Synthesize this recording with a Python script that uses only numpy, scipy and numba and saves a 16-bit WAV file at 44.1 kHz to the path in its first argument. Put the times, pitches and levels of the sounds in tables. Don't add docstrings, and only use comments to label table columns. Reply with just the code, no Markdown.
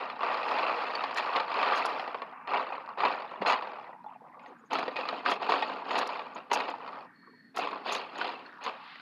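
import sys
import numpy as np
from scipy import signal
from scipy.fft import rfft, irfft
from scipy.io import wavfile
from scipy.ndimage import uniform_filter1d
from numba import njit

SR = 44100
rng = np.random.default_rng(int(sys.argv[2]) if len(sys.argv) > 2 else 0)


def file_out(sig):
    cols = np.atleast_2d(sig).T
    lim = np.clip(cols, -1, 1)
    pcm = np.round(lim * 32767).astype(np.int16)
    wavfile.write(sys.argv[1], SR, pcm)


N = 397334

# start in seconds, peak in dB, main ring in Hz, hardness of the edge in dB.
KNOCKS = [(0.1, -25.5, 1213, -7), (0.192, -29, 1140, -20), (0.207, -23, 1090, -17.5),
          (0.232, -17, 1144, -17), (0.301, -22.5, 800, -22), (0.372, -27, 970, -12),
          (0.431, -23, 775, -13.5), (0.586, -19.5, 1040, -10), (0.668, -22.5, 1014, -17),
          (0.696, -22, 1186, -16), (0.952, -22.5, 1060, -10), (1.007, -23, 1224, -15.5),
          (1.038, -22.5, 1040, -10), (1.11, -26, 1045, -12), (1.173, -24, 1110, -3), (1.35, -19, 1090, -35),
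          (1.36, -16.5, 946, -12), (1.399, -19, 890, -16), (1.517, -24, 905, -14), (1.543, -25.5, 925, -25),
          (1.589, -19, 840, -14), (1.629, -18, 1150, -6), (1.722, -20, 1180, -30), (1.794, -22, 1120, -14),
          (1.851, -19, 1360, -16.5), (1.863, -23, 1010, -6), (1.996, -22, 754, -14),
          (2.077, -25, 807, -15.5), (2.145, -21.5, 1100, -17), (2.219, -24.5, 1116, -17),
          (2.325, -37, 762, -17), (2.395, -43, 1130, -25), (2.474, -29, 1160, 2),
          (2.535, -17.5, 980, -16.5), (2.572, -21.5, 990, -16.5), (2.722, -28, 807, -22),
          (2.78, -28.5, 1070, -20), (2.889, -34, 1110, -23), (2.974, -25.5, 836, -18.5),
          (3.004, -17.5, 1160, -15), (3.035, -15.5, 854, -18), (3.051, -13.5, 973, -14.5),
          (3.059, -17.5, 707, -14), (3.199, -30, 1070, -17), (3.221, -30.5, 826, -13),
          (3.245, -29.5, 856, -18), (3.358, -32, 990, -23), (3.421, -24, 547, -13), (3.45, -21, 900, -26),
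          (3.462, -16.5, 1030, -8), (3.482, -16, 977, -14), (3.498, -13, 974, -7),
          (3.522, -16.5, 1145, -14), (3.531, -17.5, 1020, -3), (3.623, -28, 1010, -9),
          (3.672, -27.5, 910, -16.5), (3.733, -32.5, 780, -16), (3.786, -32.5, 845, -18),
          (3.843, -36.5, 940, -15.5), (3.892, -33.5, 784, -28), (3.929, -38, 950, -24),
          (4.043, -38, 883, -28), (4.394, -46, 1070, -10), (4.461, -41, 746, -1), (4.706, -35, 764, -8),
          (4.731, -19, 868, -13.5), (4.754, -19, 1296, -7), (4.786, -21, 726, -2), (4.829, -25, 760, -16),
          (4.88, -21, 513, -15), (4.959, -27, 900, -11), (4.965, -20.5, 2490, -5),
          (4.989, -24.5, 533, -14.5), (5.054, -26, 1190, -10), (5.088, -21.5, 1260, -7),
          (5.128, -24, 704, -27.5), (5.254, -25, 1140, -12), (5.261, -15, 1220, -8),
          (5.296, -21, 1300, -10), (5.317, -19.5, 1155, -10), (5.417, -24, 845, -17),
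          (5.491, -19, 965, -18), (5.521, -13, 1090, 0), (5.539, -16, 1110, -15.5),
          (5.624, -19.5, 870, -11), (5.82, -30.5, 943, -24), (5.908, -22.5, 900, -5),
          (5.955, -19, 860, -10), (6.013, -21, 950, -13), (6.091, -24.5, 960, -10), (6.154, -32, 880, -15),
          (6.193, -24.5, 860, -15), (6.251, -34, 900, -31), (6.359, -31.5, 970, -22),
          (6.515, -15.5, 913, -15.5), (6.535, -17.5, 820, -1), (6.603, -18.5, 950, -4),
          (6.681, -25.5, 915, -16), (6.739, -27, 935, -22), (6.863, -33.5, 1330, -14),
          (6.877, -32, 990, -11), (6.929, -36, 1150, -16), (7.009, -38, 815, -26), (7.572, -23.5, 1324, -7),
          (7.589, -21.5, 754, -20), (7.672, -22.5, 1090, -15), (7.73, -27, 1080, -20),
          (7.759, -26, 1040, -22), (7.861, -26, 770, -21), (7.95, -22, 1060, -12), (8.213, -21, 1466, -13),
          (8.244, -24.5, 780, -6), (8.29, -24.5, 950, -8), (8.528, -45, 1464, -18), (8.663, -22, 1013, -14),
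          (8.677, -24.5, 1105, -22), (8.956, -38.5, 1980, -9), (8.998, -39, 1510, -10)]


def from_db(db):
    return 10 ** (np.asarray(db) / 20)


def rms_one(x):
    return x / np.sqrt(np.mean(x ** 2) + 1e-20)


def in_time(rows):
    s, *columns = np.transpose(rows)
    return [np.interp(np.arange(N) / SR, np.maximum.accumulate(s), c) for c in columns]


def add(out, s, sound):
    start = int(np.clip(round(s * SR), 0, N - 1))
    out[start:start + len(sound)] += sound[:N - start]


def drift(per_s):
    knots = rng.standard_normal(N // 20)
    return rms_one(np.interp(np.arange(N) / SR * per_s, np.arange(len(knots)), knots))


def band(x, low_hz, high_hz, order=3):
    edges_hz = [low_hz, min(high_hz, SR / 2 - 100)]
    return signal.sosfilt(signal.butter(order, edges_hz, "band", fs=SR, output="sos"), x)


def narrow_noise(hz, width_hz):
    return rms_one(band(rng.standard_normal(N), hz - width_hz / 2, hz + width_hz / 2, order=2))


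def response(spectrum, lifts=(), size=4096):
    hz = np.maximum(np.fft.rfftfreq(size, 1 / SR), 1)
    points = np.array(spectrum)
    db = np.interp(np.log(hz), np.log(points[:, 0]), points[:, 1])
    db = db + sum(lift * np.exp(-((hz - centre) / width) ** 2) for centre, width, lift in lifts)
    cepstrum = irfft(np.log(from_db(db)))
    cepstrum[1:size // 2] *= 2
    cepstrum[size // 2 + 1:] = 0
    return irfft(np.exp(rfft(cepstrum)))


def through(x, impulse):
    return signal.oaconvolve(x, impulse)[:len(x)]


def evened(x, span_s):
    size = int(span_s * SR)
    power = uniform_filter1d(uniform_filter1d(x ** 2, size), size)
    return x / np.sqrt(np.abs(power) + np.mean(x ** 2) / 1000)


def contacts(per_s, spread_db):
    sizes = from_db(spread_db * np.minimum(rng.exponential(1, N), 4))
    return sizes * (rng.random(N) < per_s / SR)


@njit
def damped_modes(starts, turn, keep, height, length):
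    out = np.zeros(length)
    for k in range(len(starts)):
        spring, loss = 2 * keep[k] * np.cos(turn[k]), keep[k] * keep[k]
        before, now = 0.0, height[k] * np.sin(turn[k])
        for i in range(starts[k], min(length, starts[k] + int(5 / (1 - keep[k])))):
            out[i] += now
            before, now = now, spring * now - loss * before
    return out


def still_air(level_db=-66):
    # frequency in Hz, level in dB.
    colour = [(25, -46), (85, -28), (140, -6), (200, -3.5), (255, -6), (330, -9), (520, -17), (850, -23.5),
              (1100, -20), (1600, -11), (2700, -30), (4800, -34), (6500, -43), (12000, -42), (15000, -52)]
    return from_db(level_db) * rms_one(through(rng.standard_normal(N), response(colour)))


def far_machine(waver_db=0.5):
    # centre in Hz, width in Hz, level in dB.
    hum_bands = [(120.7, 5.1, -84), (182, 33, -79.5), (248.4, 56, -67.5)]
    # time in seconds, gain in dB.
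    swell = [(0, 2.5), (4.3, -0.5), (4.6, 5), (7.3, 5), (8.7, -0.5), (8.85, -1)]
    gain = from_db(in_time(swell)[0] + waver_db * drift(7))
    return gain * sum(from_db(db) * narrow_noise(hz, width) for hz, width, db in hum_bands)


def far_bird(waver_hz=190):
    # start and length in seconds, first and last pitch in Hz, peak in dB.
    chirps = [(4.423, .022, 7300, 6250, -76), (4.46, 0.043, 6600, 6300, -73),
              (4.576, 0.043, 7060, 6700, -76), (4.642, 0.05, 6730, 6370, -73)]
    out = np.zeros(N)
    waver = waver_hz * drift(700)
    for s, length, start_hz, end_hz, db in chirps:
        size = int(length * SR)
        glide = np.linspace(start_hz, end_hz, size) + waver[int(s * SR):][:size]
        add(out, s, from_db(db) * np.hanning(size) * np.sin(2 * np.pi * np.cumsum(glide) / SR))
    return out


def thin_tones(fade_s=0.036, skirt_db=-7.0, skirt_ratio=3.1):
    # start and end in seconds, pitch and width in Hz, level in dB.
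    tones = [(7.13, 7.535, 4345, 100, -72.5), (7.04, 7.51, 1825, 106, -64), (6.5, 7.42, 2255, 35, -78)]
    out, t = np.zeros(N), np.arange(N) / SR
    for start, end, hz, width_hz, db in tones:
        fade = np.clip(np.minimum(t - start, end - t) / fade_s, 0, 1)
        core = narrow_noise(hz, width_hz)
        skirt = from_db(skirt_db) * narrow_noise(hz, skirt_ratio * width_hz)
        out += from_db(db) * fade * (core + skirt)
    return out


def table_echo(x, t60=0.17, wet_db=-13.0, dull_hz=3800, size=10000):
    t = np.arange(size) / SR
    decay = from_db(-60 * t / t60) * (t > .003)
    tail = band(rng.standard_normal(size) * decay, 200, dull_hz, order=2)
    return x + from_db(wet_db) * through(x, tail / np.linalg.norm(tail) * np.sqrt(2 * dull_hz / SR))


def swishes(low_hz=1050, high_hz=4600, tilt_hz=1800):
    # middle and half length in seconds, level in dB.
    moves = [(4.484, 0.042, -68), (8.923, 0.11, -50.5)]
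    t = np.arange(N) / SR
    rub = band(rng.standard_normal(N), low_hz, high_hz, order=8)
    rub = signal.sosfilt(signal.butter(1, tilt_hz, fs=SR, output="sos"), rub)
    return rms_one(rub) * sum(from_db(db) * np.exp(-((t - s) / half) ** 2) for s, half, db in moves)


def fizz(level_db, pops_per_s=2600, spread_db=6.5, pop_s=0.0008, clump_db=4.0, size=400):
    # frequency in Hz, level in dB.
    colour = [(2500, -26.5), (4200, 7), (5300, 7), (6100, -12.5), (7200, -12), (8000, -20.5), (10500, -20),
              (14000, -22.5), (15500, -28.5)]
    # time in seconds, dB relative to level_db.
    froth = [(0, -30.5), (1.1, -32.5), (1.8, -27.5), (2.2, -26), (2.45, -43.5), (4.3, -35.5), (9, -34)]
    bursts = contacts(pops_per_s * from_db(clump_db * drift(25)), spread_db)
    pops = through(bursts, np.exp(-np.arange(size) / SR / pop_s)) * rng.standard_normal(N)
    return from_db(level_db + in_time(froth)[0]) * rms_one(through(pops, response(colour)))


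def spits(half_width_hz=170, swell=0.093, droplets_per_s=1300, spread_db=9.0, burst_s=0.0016, size=6000):
    # start and length in seconds, spray in dB, whistle in Hz, whistle in dB.
    escapes = [(1.144, 0.005, -53, 7070, -58), (1.163, 0.03, -48.5, 7020, -57),
               (1.752, 0.035, -49, 6500, -57), (1.852, 0.016, -43.5, 10200, -58),
               (3.469, 0.061, -51, 6640, -54), (4.726, 0.024, -51.5, 6360, -58),
               (4.783, .015, -55, 6470, -61), (5.292, 0.046, -50.5, 6640, -58),
               (5.491, .06, -60, 6570, -68), (5.898, 0.056, -67, 6760, -65),
               (5.978, 0.016, -36.5, 6570, -45), (6.07, 0.009, -44.5, 10600, -61),
               (6.348, 0.0072, -64, 6600, -53), (6.514, 0.0099, -55, 6350, -49),
               (6.53, 0.022, -35, 6530, -44), (6.601, 0.0071, -49, 6400, -60),
               (6.699, 0.0073, -62, 6900, -57), (7.561, 0.037, -48.5, 6700, -59),
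               (7.912, 0.058, -47.5, 6300, -52), (7.925, 0.016, -63, 6970, -42),
               (8.179, 0.011, -60, 6710, -57), (8.637, 0.016, -55, 6440, -53)]
    # frequency in Hz, level in dB.
    colour = [(2500, -24), (5000, 5.5), (7000, -5), (7900, -12.5), (10000, -10), (12000, -15), (15000, -31)]
    out, t = np.zeros(N), np.arange(size) / SR
    bursts = through(contacts(droplets_per_s, spread_db), np.exp(-t / burst_s))
    spray = evened(through(bursts * rng.standard_normal(N), response(colour)), span_s=0.03)
    for s, length, spray_db, hz, whistle_db in escapes:
        gate = (1 - np.exp(-t / (swell * length))) * np.exp(-(t / length) ** 3)
        gap = band(rng.standard_normal(2 * size), hz - half_width_hz, hz + half_width_hz, order=2)
        whistle = from_db(whistle_db) * rms_one(gap[size:])
        add(out, s, gate * (from_db(spray_db) * spray[int(s * SR):][:size] + whistle))
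    return out


def bubble(hz, t60, rise=0.0067):
    t = np.arange(int(t60 * SR)) / SR
    ring = np.sin(2 * np.pi * hz * t * (1 + rise * t / t60))
    return ring * from_db(-60 * t / t60) * (1 - np.exp(-t * hz))


def trickle(octaves=0.21, cycles=24.2, spread_db=2.5, count=400):
    # start and length in seconds, bubbles per second,
    # level of a typical bubble in dB, middle pitch in Hz.
    runs = [(3.6, 0.26, 260, -58.5, 4170), (3.868, 0.13, 150, -43, 974), (4.079, 0.082, 300, -42, 910),
            (4.084, 0.08, 530, -59, 2430), (4.199, 0.35, 380, -47, 910), (4.201, 0.44, 55, -48.5, 560),
            (4.262, .1, 380, -59, 1920), (4.395, 0.11, 560, -58.5, 2280), (4.482, 0.17, 260, -51.5, 1330),
            (4.473, 0.072, 200, -52.5, 370), (7.073, 0.073, 400, -55, 1450), (7.223, 0.087, 280, -52, 1330),
            (7.253, .09, 90, -51.5, 362), (8.33, 0.27, 300, -59, 4070), (8.45, 0.16, 400, -44.5, 1425),
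            (8.688, 0.081, 380, -47, 584)]
    out = np.zeros(N)
    for start, length, per_s, db, middle_hz in runs:
        draws = np.column_stack([rng.random(count), rng.standard_normal((count, 2)).clip(-2, 2)])
        for when, pitch, loudness in draws[:int(per_s * length)]:
            hz = middle_hz * 2 ** (octaves * pitch)
            add(out, start + when * length, from_db(db + spread_db * loudness) * bubble(hz, cycles / hz))
    return out


def bubbles(clatter_db, above_db=0.5, spread_db=3.4, centre_hz=1020, octaves=0.19, cycles=34, count=300):
    # start in seconds, level in dB, pitch in Hz, t60 in seconds.
    drips = [(0.666, -20, 2620, 0.016), (0.953, -25.5, 4500, 0.03), (2.542, -22.5, 2200, 0.023),
             (2.724, -32.5, 2510, 0.032), (3.404, -32.5, 200, .09), (3.469, -27, 4170, 0.059),
             (3.852, -53, 1970, .07), (3.868, -45, 1970, 0.059), (3.929, -46, 1930, 0.054),
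             (3.961, -42, 880, 0.046), (4.004, -43.5, 960, 0.074), (4.042, -46, 1410, .045),
             (4.04, -65.5, 4100, 0.035), (4.063, -28.5, 847, 0.045), (4.064, -65, 3470, .08),
             (4.111, -40, 970, 0.06), (4.134, -40, 1080, .03), (4.143, -59, 2700, 0.061),
             (4.158, -59, 2450, .06), (4.207, -44, 850, 0.05), (4.228, -41, 775, 0.044),
             (4.327, -51, 1980, 0.044), (4.344, -41, 1130, 0.046), (4.394, -47, 2180, 0.032),
             (4.395, -56, 2480, .15), (4.436, -48, 1440, .06), (4.461, -43, 1910, 0.037),
             (4.522, -43, 755, 0.066), (4.638, -47, 1120, 0.04), (4.968, -31, 2550, 0.016),
             (5.033, -31, 2530, 0.057), (5.088, -25, 4140, 0.015), (5.26, -19.5, 1570, 0.022),
             (7.273, -46.5, 1117, 0.062), (7.335, -53, 970, 0.054), (7.407, -51.5, 1780, 0.062),
             (8.352, -40, 2640, 0.055), (8.462, -46, 4300, 0.036), (8.587, -42, 957, 0.082)]
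    out = np.zeros(N)
    starts = rng.integers(0, N, count)
    for at, pitch, loudness in zip(starts, *rng.standard_normal((2, count)).clip(-2, 2)):
        hz = centre_hz * 2 ** (octaves * pitch)
        db = clatter_db[at] + above_db + spread_db * loudness
        add(out, at / SR, from_db(db) * bubble(hz, cycles / hz))
    for s, db, hz, t60 in drips:
        add(out, s, from_db(db) * bubble(hz, t60))
    return out


def filled_tub():
    # frequency in Hz, level in dB.
    colour = [(80, -36.5), (130, -36.5), (200, -20.5), (300, -14.5), (520, -0.5), (820, 2), (1150, 3),
              (1650, -11.5), (3200, -15.5), (4900, -22), (5900, -46.5), (8000, -55.5), (10500, -53),
              (15000, -67.5)]
    # centre in Hz, width in Hz, lift in dB.
    resonances = [(220, 36, 2), (277.5, 23, 4.5), (1934, 100, 4), (2450, 284, 3.5), (4280, 300, 3.5),
                  (6720, 340, 12.5)]
    return response(colour, resonances)


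def hand(rise_power=0.88, slosh_db=-14.5, calming_db_per_s=44, still_s=1.0):
    # start in seconds, clatter in dB,
    # rise and hold in seconds, settling in dB per second, then thud of the tub floor and edge of the
    # bricks above the liquid, both in dB relative to the clatter.
    pushes = [(0.0, -34.5, 0.00067, 0.004, 55, -15.5, -7), (0.176, -30, 0.08, 0.082, 46, -18.5, -7),
              (0.42, -29.5, 0.099, 0.19, 77, -16, -6.5), (0.755, -35.0, 0.035, 0.2, 26, -17, -5.5),
              (0.994, -34.5, 0.034, 0.0081, 116, -15, -9.5), (1.145, -29.5, 0.039, 0.005, 173, -18, -3.5),
              (1.239, -30.5, 0.02, 0.0056, 51, -21, -8), (1.314, -28.5, 0.049, 0.029, 305, -16.5, -5.5),
              (1.441, -28, 0.17, 0.15, 44.5, -17.5, -5.5), (1.833, -36.5, 0.022, 0.0079, 30, -12.5, -10.5),
              (2.456, -27.5, 0.1, 0.0063, 108.5, -16, -7.5), (2.668, -39, 0.053, 0.013, 87, -15, -6.5),
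              (2.821, -40.5, 0.072, 0.022, 218.0, -24, -12.5), (2.967, -28.5, 0.05, 0.055, 84, -15, -6),
              (3.295, -42, 0.023, 0.011, 81, -11, -7.5), (3.409, -31.5, 0.008, 0.0046, 260, -7, -7.5),
              (3.448, -24, 0.023, 0.04, 170, -19.5, -6), (3.573, -42.5, 0.046, 0.11, 49, -14.5, -7.5),
              (4.38, -56, 0.026, 0.11, 66, -23, -10.5), (4.699, -31.5, 0.031, 0.03, 72, -6.5, -6.5),
              (4.954, -34.5, 0.0069, 0.0022, 53, -11.5, -6.5), (5.07, -41, 0.009, 0.11, 232, -6, -6),
              (5.239, -28, 0.042, 0.04, 280, -10, -6), (5.394, -34, 0.032, 0.031, 141, -10.5, -7),
              (5.48, -27.5, 0.014, 0.011, 63, -11.5, -6.5), (5.666, -40, 0.0057, 0.061, 46, -7, -8.5),
              (5.844, -29.5, 0.13, 0.04, 205, -10.5, -6.5), (6.041, -36.5, 0.048, 0.064, 66, -17, -7.5),
              (6.341, -41, 0.023, 0.016, 292, -8, -6), (6.496, -30.5, 0.034, 0.037, 93, -11.5, -6.5),
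              (6.665, -37, 0.015, 0.012, 197.0, -7, -7.5), (6.78, -43, 0.03, 0.19, 148, -15.5, -10),
              (7.542, -34.5, 0.053, 0.032, 69.5, -8, -5.5), (7.722, -42, 0.008, 0.0086, 335.0, 10, -8),
              (7.833, -34.5, 0.052, 0.063, 95, -11.5, -4), (8.11, -37, 0.096, 0.078, 114, -7.5, -4.5),
              (8.372, -52, 0.017, 0.027, 61, -7, -4), (8.604, -35, 0.066, 0.0023, 191, -17.5, -4.5),
              (8.733, -50, 0.026, 0.099, 75, -33, -5.5)]
    t = np.arange(0, N, 32) / SR
    start, peak_db, rise_s, hold_s, settling, thud_db, edge_db = np.transpose(pushes)[:, :, None]
    swell = from_db(peak_db) * np.clip((t - start) / np.maximum(rise_s, 1 / SR), 0, 1) ** rise_power
    since = np.maximum(t - start - rise_s - hold_s, 0)
    push = (swell * from_db(-settling * since)) ** 2
    slosh = (swell * from_db(slosh_db - calming_db_per_s * since)) ** 2
    slosh *= np.maximum(1 - since / still_s, 0)
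    power = (push + slosh).sum(axis=0) + 1e-12
    thud = (push * thud_db + slosh * (thud_db + 6)).sum(axis=0) / power
    edge = (push * edge_db + slosh * (edge_db - 6)).sum(axis=0) / power
    return in_time(np.column_stack([t, 10 * np.log10(power), thud, edge]))


def glove_lifts(fade_s=0.045):
    # start and end in seconds, change of the slosh in dB.
    lifts = [(2.323, 2.465, 5), (3.933, 4.375, -6.5), (4.554, 4.684, 0), (7.078, 7.524, -5.5)]
    t = np.arange(N) / SR
    clear = [np.clip(np.minimum(t - start, end - t) / fade_s + .5, 0, 1) for start, end, _ in lifts]
    return sum(clear), sum(share * db for share, (_, _, db) in zip(clear, lifts))


def jams(jam_s=.011, dip_db=-2.5):
    out = np.zeros(N)
    for s, *_ in KNOCKS:
        add(out, s - jam_s, signal.windows.tukey(int(jam_s * SR), .5))
    return dip_db * np.minimum(out, 1)


def brick_rings(per_s, t60, spread_db, uneven_db, count=26000, modes=7):
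    at = rng.integers(0, N, count)
    happens = rng.random(count) < per_s[at] * N / SR / count
    pitch, strength, sign = rng.random((3, count, modes))[:, happens]
    force, damping = rng.random((2, count, 1))[:, happens]
    hz = 160 * 90 ** ((np.arange(modes) + pitch) / modes)
    decay_s = t60[at[happens], None] * (hz / 1000) ** -.45 * 2 ** (2 * damping - 1)
    force_db = spread_db * np.minimum(-np.log(1 - force), 3.6)
    mode_db = force_db + uneven_db * (2 * strength - 1)
    height = np.sign(sign - .5) * from_db(mode_db) * np.sqrt(hz / decay_s)
    turn, keep = 2 * np.pi * hz / SR, from_db(-60 / (decay_s * SR))
    return damped_modes(np.repeat(at[happens], modes), turn.ravel(), keep.ravel(), height.ravel(), N)


def ticks(surface_db, tub, per_s=110, relative_db=-22, low_hz=3800, high_hz=9000):
    clicks = contacts(per_s, spread_db=11.5) * rng.choice([-1, 1], N)
    sharp = band(through(clicks, tub), low_hz, high_hz, order=2)
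    return from_db(surface_db + relative_db) * rms_one(sharp)


def clacks(surface_db, tub, per_s=55, relative_db=-11, t60=0.06, low_hz=1500, high_hz=4900):
    rings = brick_rings(np.full(N, per_s), np.full(N, t60), spread_db=2.0, uneven_db=6.0)
    bright = band(through(rings, tub), low_hz, high_hz, order=4)
    return from_db(surface_db + relative_db) * rms_one(bright)


def knocks(tub, t60=0.046, ring_t60=0.035, ring_db=2.0, submerged_edge_db=-18.0, muffled_hz=2700,
           rock_s=0.009, rock_db=-10.5, size=2000, count=40):
    out, t = np.zeros(N), np.arange(size) / SR
    for s, peak_db, ring_hz, edge_db in KNOCKS:
        hz = 200 * 50 ** ((np.arange(count) + rng.random(count)) / count)
        hard_db = 2.6 * np.minimum(edge_db - submerged_edge_db, 6) * (hz > 1700)
        muffle_db = min(edge_db + 11.5, 0) * np.log2(np.maximum(hz / muffled_hz, 1))
        height = rng.choice([-1, 1], count) * np.sqrt(hz) * from_db(hard_db + muffle_db)
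        keep = from_db(-60 / (t60 * (hz / 1000) ** -.35 * SR))
        modes = damped_modes(np.zeros(count, np.int64), 2 * np.pi * hz / SR, keep, height, size)
        touches = sum(np.interp(t - late, t, modes, left=0) for late in rock_s * rng.random(2))
        weak = through(modes + from_db(rock_db) * touches, tub[:size])
        attack = 1 - np.exp(-t * ring_hz * 2)
        main = np.sin(2 * np.pi * ring_hz * t) * from_db(-60 * t / ring_t60) * attack
        knock = rms_one(weak) + from_db(ring_db) * rms_one(main)
        add(out, s, from_db(peak_db) * knock / np.abs(knock).max())
    return out


def clatter(clatter_db, thud_db, edge_db, dulling_db, tub, per_s=1450, clump_db=3.0, t60=0.024,
            wash_db=-9.5, calm_db=13.0, span_s=0.054):
    # start in seconds, crispness of its bricks in dB.
    tub_crispness = [(0, -1.5), (4.3, 4.5), (7.3, 4.5)]
    push_db = clatter_db + 36
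    rate = per_s * from_db(.5 * push_db + clump_db * drift(60))
    ring_t60 = t60 * from_db(-.5 * np.clip(push_db, -22, 0))
    rings = evened(brick_rings(rate, ring_t60, spread_db=3.5, uneven_db=9.0), span_s=0.04)
    wash = from_db(wash_db + calm_db * np.clip(-push_db / 16, 0, 1)) * rng.standard_normal(N)
    heap = through(rings + wash, tub)
    thud = from_db(np.minimum(thud_db, -3) - 3.0) * evened(band(heap, 147, 360), span_s)
    hollow_db = -6.0 + 0.64 * np.clip(thud_db + 17.0, -12, 4) + 0.1 * np.clip(push_db, -18, 0)
    hollow = from_db(hollow_db) * evened(band(heap, 423, 814), span_s)
    body = from_db(-2.5) * evened(band(heap, 812, 1523), span_s)
    edge = from_db(edge_db - 3.5) * evened(band(heap, 1646, 2718, order=4), span_s)
    crisp_db = edge_db - 7.5 + np.clip(edge_db + 5.5, -14, 3) + 0.52 * np.clip(push_db, -10, 0)
    from_s, tub_db = np.transpose(tub_crispness)
    crisp_db += dulling_db + tub_db[np.searchsorted(from_s[1:], np.arange(N) / SR)]
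    crisp = from_db(crisp_db) * evened(band(heap, 2474, 12000, order=4), span_s)
    return from_db(clatter_db) * (thud + hollow + body + edge + crisp)


def scene(afloat_thud_db=-17, afloat_top_db=-27):
    clatter_db, thud_db, edge_db = hand()
    clear, slosh_change_db = glove_lifts()
    clatter_db = clatter_db + slosh_change_db + jams()
    thud_db = thud_db + afloat_thud_db * clear
    dulling_db = afloat_top_db * clear
    surface_db = clatter_db + edge_db + dulling_db
    tub = filled_tub()
    bricks = clatter(clatter_db, thud_db, edge_db, dulling_db, tub)
    bricks += clacks(surface_db, tub) + ticks(surface_db, tub) + knocks(tub)
    liquid = bubbles(clatter_db) + trickle() + spits() + fizz(clatter_db + dulling_db)
    close = table_echo(bricks + liquid + swishes())
    return (close + thin_tones() + still_air() + far_machine() + far_bird())[None]


def record(dry, low_cut_hz=105, high_cut_hz=15400, rumble_db=-97.0):
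    thin = signal.sosfilt(signal.butter(3, low_cut_hz, "high", fs=SR, output="sos"), dry)
    rumble = from_db(rumble_db) * rms_one(band(rng.standard_normal(N), 15, 90, order=2))
    return signal.sosfilt(signal.ellip(10, .1, 80, high_cut_hz, fs=SR, output="sos"), thin + rumble)


dry = scene()
out = record(dry)
file_out(out)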